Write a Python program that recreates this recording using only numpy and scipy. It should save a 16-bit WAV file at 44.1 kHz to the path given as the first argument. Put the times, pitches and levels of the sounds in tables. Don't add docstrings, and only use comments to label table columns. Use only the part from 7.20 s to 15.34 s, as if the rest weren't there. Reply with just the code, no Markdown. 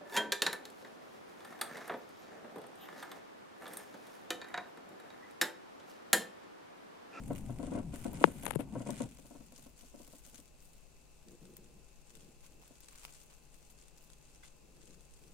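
import sys
import numpy as np
from scipy import signal
from scipy.fft import rfft, irfft
from scipy.io import wavfile

SR = 44100
rng = np.random.default_rng(int(sys.argv[2]) if len(sys.argv) > 2 else 0)


def master(y):
    cut = np.clip(np.atleast_2d(y).T, -1, 1)
    pcm = np.round(cut * 32767)
    wavfile.write(sys.argv[1], SR, pcm.astype(np.int16))


N = 358923
T, HZ = np.arange(N) / SR, np.fft.rfftfreq(N, 1 / SR)

# pitch_hz [Hz], density_db [relative dB per Hz]
FLAKE_TONE = [(300, -29.5), (1000, -8.5), (2500, -7), (4800, -6.5), (6300, -5), (7700, -2), (9300, -1.8),
              (10800, -10.5), (13500, -8.5), (16000, -16)]
# [dB, treble against that level, before trim]
SHUFFLE_MOVES = [(0.0, 0.39, -65, 1), (0.382, 0.21, -61.5, -27), (0.712, 0.2, -61.5, -1.5),
                 (0.925, 0.15, -56.5, -5), (1.064, 0.22, -60.5, 0.5), (1.512, 0.11, -62.5, -11),
                 (1.643, 0.2, -56.5, -7.5), (1.844, 0.53, -68, -1), (2.335, 0.14, -65, 2),
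                 (2.552, 0.22, -69, 1), (2.763, 0.22, -67, 4.5), (3.027, 0.08, -63.5, 6),
                 (3.109, 0.082, -61, 2), (3.391, 0.087, -69.5, 9), (4.842, 0.27, -70.5, -4),
                 (5.21, 0.075, -67, 1), (5.428, 0.15, -66, -4), (5.595, 0.2, -64.5, -2),
                 (5.754, 0.26, -62, -2.5), (6.087, 0.064, -65.5, 0), (6.308, 0.073, -68.5, 1),
                 (6.43, 0.068, -68.5, 5), (6.549, 0.15, -70.5, -4.5), (6.745, 0.082, -69.5, 5),
                 (6.894, 0.035, -65.5, -6), (7.019, 0.15, -69, -7), (7.22, 0.065, -63.5, -21),
                 (7.593, 0.15, -66, -7), (7.781, 0.57, -72, -1.5)]
SHUFFLE_RISE_S, SHUFFLE_SETTLE_S = 0.027, 0.021
REST_DB = -74


def amp(db):
    return 10 ** (np.asarray(db) / 20)


def evened(x):
    return x / np.sqrt(np.mean(np.atleast_2d(x).mean(0) ** 2) + 1e-30)


def read(points, hz):
    f, value = np.transpose(points)
    return np.interp(np.log(hz + 1), np.log(f + 1), value)


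def add(mix, s, sound):
    part = mix[:, max(round(s * SR), 0):][:, :sound.shape[1]]
    part += sound[:, :part.shape[1]]


def sides(db):
    return amp(np.array([[.5], [-.5]]) * db)


def coloured(x, spectrum):
    # pitch_hz [Hz], left_minus_right_db [dB]
    port_balance = [(30, 5), (300, 3.5), (1000, 1.5), (3000, -4), (4800, 5), (6500, 12), (7700, 11),
                    (9300, -2.5), (11000, 0.5), (15000, 5.5)]
    gain = amp(read(spectrum, HZ)) * sides(read(port_balance, HZ))
    return evened(irfft(rfft(x) * gain, N))


def noise(shared):
    return rng.standard_normal((2, N)) + shared * rng.standard_normal(N)


def drift(rate_hz):
    return evened(irfft(rfft(rng.standard_normal(N)) * np.exp(-(HZ / rate_hz) ** 2), N))


def level(curve):
    return amp(np.interp(T, *np.transpose(curve)))


def gestures(rows, rise_s, fade_s):
    t, power = T[::64], 0
    for s, length, db in rows:
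        rise = np.clip((t - s) / rise_s, 0, 1)
        fade = np.exp(-np.maximum(t - s - length, 0) / fade_s)
        power = power + (amp(db) * rise * fade) ** 2
    return np.interp(T, t, np.sqrt(power))


def strokes(rows):
    pressure = 0
    for s, db, length in rows:
        u = np.clip((T - s) / length * 4, 0, 40)
        pressure = pressure + amp(db) * u * np.exp(1 - u)
    return pressure


def treble(x, edge_hz):
    return signal.sosfiltfilt(signal.butter(4, edge_hz, "high", fs=SR, output="sos"), x)


def tub(x, wet_db, t60):
    t = T[:SR // 5]
    tail = rng.standard_normal((2, len(t))) * amp(-60 * t / t60) * (t > .001)
    tail /= np.linalg.norm(tail, axis=1, keepdims=True)
    return x + amp(wet_db) * signal.oaconvolve(x, tail, axes=1)[:, :N]


def ringing(modes, t):
    hz, db, t60 = np.transpose(modes)[:, :, None]
    phase = rng.random((2, len(modes), 1))
    ring = (amp(db - 60 * t / t60) * np.sin(2 * np.pi * (hz * t + phase))).sum(1)
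    return ring / abs(ring).max()


def room(air_db=-63, mains_hz=50, mains_db=-69.5, drone_hz=146.1, drone_db=-75.5, drone_width_hz=23):
    # pitch_hz [Hz], density_db [relative dB per Hz]
    air_tone = [(20, 10.5), (50, -5.5), (90, -13), (150, -6.5), (300, -9.5), (500, -9.5), (900, -17),
                (1900, -24.5), (2650, -18.5), (3200, -25.5), (4300, -22.5), (5600, -25), (7700, -23.5),
                (10500, -28), (16000, -33.5)]
    # pitch_hz [Hz], level_db [dB]
    thin_tones = [(834.4, -85.5), (1034, -89.5), (2509, -91.5), (2606, -90), (2654, -83)]
    air = amp(air_db) * coloured(noise(0.53), air_tone)
    mains = amp(mains_db) * np.sqrt(2) * np.sin(2 * np.pi * mains_hz * T + .5 * drift(2))
    drone_band = np.exp(-((HZ - drone_hz) / drone_width_hz) ** 2)
    drone = amp(drone_db) * evened(irfft(rfft(noise(0.96)) * drone_band, N))
    whine = 0
    for hz, db in thin_tones:
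        whine = whine + amp(db) * np.sqrt(2) * np.sin(2 * np.pi * hz * T + rng.random((2, 1)))
    return air + (mains + drone) * sides(4) + whine


def rumble(hand_db=-2, lumps_db=0.5, swell_lumps_db=2.0):
    # time_s [s], level_db [dB before trim]
    grip = [(0, -47.5), (1.85, -48), (1.95, -61.5), (3.4, -82.5)]
    # start_s [s], length_s [s], level_db [dB before trim]
    slides = [(.07, 0.076, -42.5), (.14, 0.19, -50), (.49, 0.12, -41.5), (.85, 0.21, -44),
              (1.51, 0.081, -42), (1.67, 0.076, -45), (1.8, 0.059, -43)]
    # start_s [s], length_s [s], level_db [dB before lumps and panning]
    swell_moves = [(4.05, 0.071, -56.5), (4.205, 0.038, -56), (4.27, 0.15, -62), (4.45, 0.14, -67),
                   (4.88, 0.24, -65.5), (5.03, 0.052, -64.5), (5.28, 0.13, -68), (7.43, 0.35, -67.5),
                   (7.625, 0.052, -59.5), (8.0, 0.14, -68)]
    # time_s [s], level_db [dB]
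    sway = [(0, -48.5), (1.0, -52), (1.8, -61.5), (2.4, -70), (8.14, -73.5)]
    # pitch_hz [Hz], density_db [relative dB per Hz]
    hand_tone = [(50, -26.5), (95, -7), (130, 1), (240, 1), (300, -8), (450, -17.5), (900, -21),
                 (2500, -61)]
    swell_tone = [(60, -34.5), (130, -0.5), (195, 3.5), (270, -5), (355, 2), (405, -6.5), (450, 0),
                  (650, -19), (1200, -35)]
    deep_tone = [(8, 2), (25, -4.5), (55, -1), (100, -6.5), (200, -23.5), (600, -64.5)]
    lumps = drift(27)
    pressing = gestures(swell_moves, rise_s=0.022, fade_s=0.04)
    sliding = np.hypot(level(grip), gestures(slides, rise_s=0.021, fade_s=0.0061))
    hand = coloured(noise(1.6), hand_tone) * sliding * amp(hand_db + lumps_db * lumps)
    swells = coloured(noise(1.7), swell_tone) * pressing * amp(swell_lumps_db * lumps)
    deep = coloured(noise(3.7), deep_tone) * level(sway)
    return hand + swells * sides(-2.1) + deep


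def groans(waver=0.05, pan_db=5):
    # start_s [s], length_s [s], level_db [dB before panning], first_hz [Hz], last_hz [Hz], before waver
    judders = [(0.27, 0.083, -43, 121, 133), (0.635, 0.083, -45, 235, 110), (1.52, 0.11, -45.5, 136.6, 119)]
    out, unsteady = np.zeros((2, N)), 1 + waver * drift(40)
    for s, length, db, first_hz, last_hz in judders:
        u = np.arange(0, 1, 1 / (length * SR))
        hz = first_hz * (last_hz / first_hz) ** u * unsteady[round(s * SR):][:len(u)]
        swell = np.sqrt(2 * np.sin(np.pi * u))
        tone = np.sin(2 * np.pi * np.cumsum(hz) / SR)
        add(out, s, amp(db) * sides(pan_db) * swell * tone)
    return out


def knocks(level_db=-10.0, grit_db=-12, grit_s=0.026, grit_width_hz=60, scratch_db=-29, vary_db=-0.5, pan_db=5.0):
    # start_s [s], strength_db [dB before trims]
    shifts = [(0.103, -28.5), (.142, -49.5), (0.292, -35.5), (0.393, -33.5), (0.427, -35), (0.471, -37.5),
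              (0.517, -30.5), (0.548, -29), (0.573, -31), (.59, -45.5), (0.733, -36.5), (0.852, -28.5),
              (0.929, -39), (1.011, -29), (1.073, -32), (1.232, -38), (1.391, -29.5), (1.553, -30.5),
              (1.602, -36), (1.661, -34), (1.689, -29.5), (1.802, -27.5), (1.985, -50), (2.046, -51),
              (2.107, -45), (2.147, -43.5), (2.204, -49), (2.32, -50.5), (2.383, -55), (2.46, -48.5),
              (2.628, -53), (2.739, -45), (2.766, -56), (2.799, -47), (2.875, -53.5), (2.93, -48.5),
              (3.063, -57), (3.132, -53), (3.186, -51.5), (5.503, -49)]
    # pitch_hz [Hz], level_db [relative dB], t60_s [s]
    casing = [(244.5, 0.5, 0.12), (281, 0.5, 0.11), (378, -9.5, 0.082), (500, -4.5, 0.074), (571, -3, 0.07),
              (690, -6.5, 0.08), (952.5, -10, 0.054), (1074.3, -14, 0.063), (1335, -20, 0.069),
              (1500, -16.5, 0.03), (2064, -24, 0.028)]
    out, drag, t = np.zeros((2, N)), np.zeros((2, N)), T[:SR // 6]
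    hz, db, t60 = np.transpose(casing)[:, :, None]
    rise = np.sin(np.pi / 2 * np.minimum(t / .009, 1))
    for s, strength_db in shifts:
        size, phase, skew = rng.standard_normal((3, len(casing), 1))
        angle = 2 * np.pi * (hz * t + phase) + 0.5 * np.array([skew, -skew])
        ring = (amp(db + vary_db * size - 60 * t / t60) * np.sin(angle)).sum(1) * rise
        ring /= ring[:, t < .03].std()
        add(out, s, amp(strength_db + level_db) * sides(pan_db) * ring)
        add(drag, s, amp(strength_db + grit_db) * (np.sqrt(rise) * np.exp(-t / grit_s))[None])
    scratch = amp(scratch_db) ** 2 / (1 + (HZ / 2900) ** 8)
    peaks = (amp(db) ** 2 / (1 + ((HZ - hz) / grit_width_hz) ** 4)).sum(0)
    grit = evened(irfft(rfft(noise(0.68)) * np.sqrt(scratch + peaks), N) * sides(pan_db))
    return out + grit * drag


def catches(rise_s=.0005, fade_s=0.00037, width_octaves=.45, top_hz=13300, leak_db=-22):
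    # start_s [s], peak_db [dB], pitch_hz [Hz]
    slips_free = [(1.0206, -40, 10100), (1.2545, -22, 11000), (1.264, -24, 8500), (1.3086, -23, 9350),
                  (1.321, -40, 9800), (1.357, -30, 9900)]
    out, t = np.zeros((2, N)), T[:512]
    hz = np.fft.rfftfreq(len(t), 1 / SR) + 1
    envelope = np.minimum(t / rise_s, 1) * np.exp(-np.maximum(t - rise_s, 0) / fade_s)
    for s, db, pitch in slips_free:
        band = 1 / (1 + (np.log2(hz / pitch) / width_octaves) ** 4) / (1 + (hz / top_hz) ** 16)
        click = irfft(rfft(rng.standard_normal(len(t)) * envelope) * band)
        add(out, s, amp(db) * amp([[0], [leak_db]]) * click / abs(click).max())
    return out


def finger(lag_turns=.6, bounce=0.41, bounce_s=.0021, bounce_hz=1100, leak_db=-34, rub_leak_db=-16):
    # start_s [s], peak_db [dB before ring is added], low_hz [Hz], high_hz [Hz]
    taps = [(1.0409, -1, 285.8, 1187), (1.2547, -29.5, 1730, 2600), (1.2662, -23.5, 860, 2470),
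            (1.309, -20.5, 684, 1850), (1.321, -40, 1400, 4500), (1.3565, -40, 1190, 4000),
            (1.3581, -17.5, 149, 386)]
    # pitch_hz [Hz], level_db [relative dB], t60_s [s]
    port_modes = [(167.2, -7.5, 0.061), (894, -7, 0.015), (2630, 0.5, .007)]
    # start_s [s], level_db [dB], length_s [s], treble_db [dB above 5 kHz against level_db]
    rub_strokes = [(1.0395, -26, 0.0018, -7), (1.227, -49, 0.025, 10.5), (1.246, -52, 0.021, 4),
                   (1.264, -29, 0.0071, -8), (1.275, -36, 0.026, -1), (1.305, -34, 0.01, -1),
                   (1.327, -41, 0.019, -6), (1.349, -40.5, 0.012, 1), (1.388, -40, 0.037, -1.5)]
    # pitch_hz [Hz], density_db [relative dB per Hz]
    rub_tone = [(600, 12), (1200, 3.5), (2700, 0.5), (3600, -5.5), (5200, -15.5), (7000, -13), (9000, -1),
                (11500, -1), (14000, -16.5), (16000, -35)]
    out, t = np.zeros((2, N)), T[:4096]
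    hz = np.fft.rfftfreq(len(t), 1 / SR) + 1
    for s, db, low, high in taps:
        a, b = 1j * hz / low, 1j * hz / high
        band = a * a / (1 + 0.36 * a + a * a) / (1 + 0.88 * b + b * b) / (1 + 1j * hz / 4200)
        band = band * (1 + bounce * np.exp(-2j * np.pi * hz * bounce_s - (hz / bounce_hz) ** 4))
        tap = irfft(band * np.exp(-2j * np.pi * lag_turns * np.log(hz)))
        tap /= abs(tap).max()
        ring = 0
        for f, mode_db, t60 in port_modes:
            outside = np.hypot(1, (low / f) ** 2 + (f / high) ** 2)
            ring = ring + amp(mode_db - 60 * t / t60) * np.sin(2 * np.pi * f * t) / outside
        add(out, s, amp([[db], [db + leak_db]]) * (tap + 2 * ring * np.minimum(t / 0.00879, 1)))
    scratch = irfft(rfft(noise(0)) * amp(read(rub_tone, HZ)), N)
    scratch /= scratch.std()
    top = treble(scratch, 5000)
    body_strokes = strokes([row[:3] for row in rub_strokes])
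    top_strokes = strokes([(s, db + top_db, length) for s, db, length, top_db in rub_strokes])
    rubs = (scratch - top) * body_strokes + top * top_strokes
    stick_slip = evened(amp(4.5 * drift(700)))
    return out + rubs * stick_slip * amp([[0], [rub_leak_db]])


def clacks(level_db=2, rise_s=0.00059):
    # start_s [s], peak_db [dB before trim and echo]
    blows = [(7.2305, -55), (7.2348, -53), (7.247, -64.5)]
    # pitch_hz [Hz], level_db [relative dB], t60_s [s]
    hollow = [(1570, 2, 0.066), (2040, 4, 0.056), (2285, -11.5, .05), (3360, -9, .04), (3480, -4, 0.046)]
    out, t = np.zeros((2, N)), T[:SR // 8]
    for s, db in blows:
        add(out, s, amp(db + level_db) * ringing(hollow, t) * np.minimum(t / rise_s, 1))
    return tub(out, wet_db=-0.5, t60=0.035)


def scuffs():
    # start_s [s], level_db [dB], length_s [s]
    pushes = [(5.23, -65, 0.06), (5.41, -67, 0.073), (5.70, -64, 0.14), (5.83, -61.5, 0.1),
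              (6.10, -65, 0.037), (7.231, -63.5, 0.035)]
    # pitch_hz [Hz], density_db [relative dB per Hz]
    pad_tone = [(400, -8), (1000, 1), (1520, -2.5), (1900, -8), (2400, 0), (3000, -5), (12000, -13)]
    grain = evened(amp(6.5 * drift(450)))
    return coloured(noise(0) * grain, pad_tone) * strokes(pushes)


def snaps(level_db=-5, fade_s=0.0017, crisp_db=9, pan_db=5.5):
    # [dB, tilt of the top before crisp_db]
    breaks = [(0.931, -33, 10), (1.704, -27, -12), (1.9703, -44, -20), (2.3214, -41.5, -8),
              (2.4233, -43, -7), (2.876, -39, -4), (3.0627, -42, -5), (3.1786, -40, -9),
              (4.0835, -42.5, -18), (4.253, -42, -19), (4.3665, -33, 2), (4.904, -42, -24),
              (4.952, -38.5, -8.5), (5.477, -41.5, -1), (5.604, -39, 2), (5.6842, -36, -16),
              (5.756, -42, -20), (5.823, -44, -20), (5.9506, -45, -12), (6.342, -44.5, -12),
              (6.7747, -44.5, -4), (6.9002, -42.5, -12)]
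    out, t = np.zeros((2, N)), T[:1024]
    hz = np.fft.rfftfreq(len(t), 1 / SR)
    envelope = np.minimum(t / 0.0025, 1) * np.exp(-t / fade_s)
    for s, db, top_db in breaks:
        colour = read(FLAKE_TONE, hz) + (top_db + crisp_db) * np.interp(hz, [9000, 11500], [0, 1])
        burst = evened(irfft(rfft(rng.standard_normal((2, len(t)))) * amp(colour)))
        add(out, s, amp(db + level_db) * sides(pan_db) * burst * envelope)
    return tub(out, wet_db=-10, t60=0.05)


def stirring():
    moves = [row[:3] for row in SHUFFLE_MOVES]
    return np.hypot(amp(REST_DB), gestures(moves, SHUFFLE_RISE_S, SHUFFLE_SETTLE_S))


def fizzing(rest_crisp_db=-5.5):
    crisp = [(s, length, db + top_db) for s, length, db, top_db in SHUFFLE_MOVES]
    return np.hypot(amp(REST_DB + rest_crisp_db), gestures(crisp, 2 * SHUFFLE_RISE_S, 2 * SHUFFLE_SETTLE_S))


def shavings(per_s=2000, spread_db=4.5, clump_db=1.06, ring_s=0.00048, level_db=-0.5, crisp_db=1,
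             uneven_db=1.38, count=48):
    # pitch_hz [Hz], gain_db [dB]
    close_tone = [(2500, 6.5), (4200, -2.5), (5500, -4.5), (7000, -1.5), (9000, 2.5), (11000, 3.5),
                  (15000, -2)]
    size = amp(spread_db * np.minimum(rng.exponential(1, N), 5) + clump_db * drift(70.5))
    slips = size * (rng.random(N) < per_s / SR)
    flake, t = rng.integers(0, count, N), T[:128]
    pitch = np.geomspace(2000, 15000, count)[:, None, None]
    tone = np.sin(2 * np.pi * (pitch * t + rng.random((count, 2, 1)))) * np.sqrt(pitch / pitch.mean())
    rings = (0.59 * tone + rng.standard_normal((count, 2, len(t)))) * np.exp(-t / ring_s)
    grains = np.zeros((2, N))
    for k in range(count):
        grains += signal.oaconvolve((slips * (flake == k))[None], rings[k], axes=1)[:, :N]
    rustle = coloured(tub(grains, wet_db=-4, t60=0.035), FLAKE_TONE)
    near = np.interp(T, [1.62, 2.2], [1, 0])
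    rustle = (1 - near) * rustle + near * irfft(rfft(rustle) * amp(read(close_tone, HZ)), N)
    top = treble(rustle, 10300)
    restless = amp(crisp_db + 1.2 * drift(60) + uneven_db * drift(12))
    crackle = (rustle - top) * stirring() + top * fizzing() * restless
    return crackle * amp(level_db + uneven_db * drift(9.2))


def scene():
    background = room() + rumble()
    hand = groans() + knocks() + catches() + finger()
    bedding = clacks() + scuffs() + snaps() + shavings()
    return background + hand + bedding


def record(dry):
    lowpass = signal.firwin(511, 15850, window=("kaiser", 9), fs=SR)
    return signal.oaconvolve(np.clip(dry, -1, 1), lowpass[None], "same")


dry = scene()
out = record(dry)
master(out)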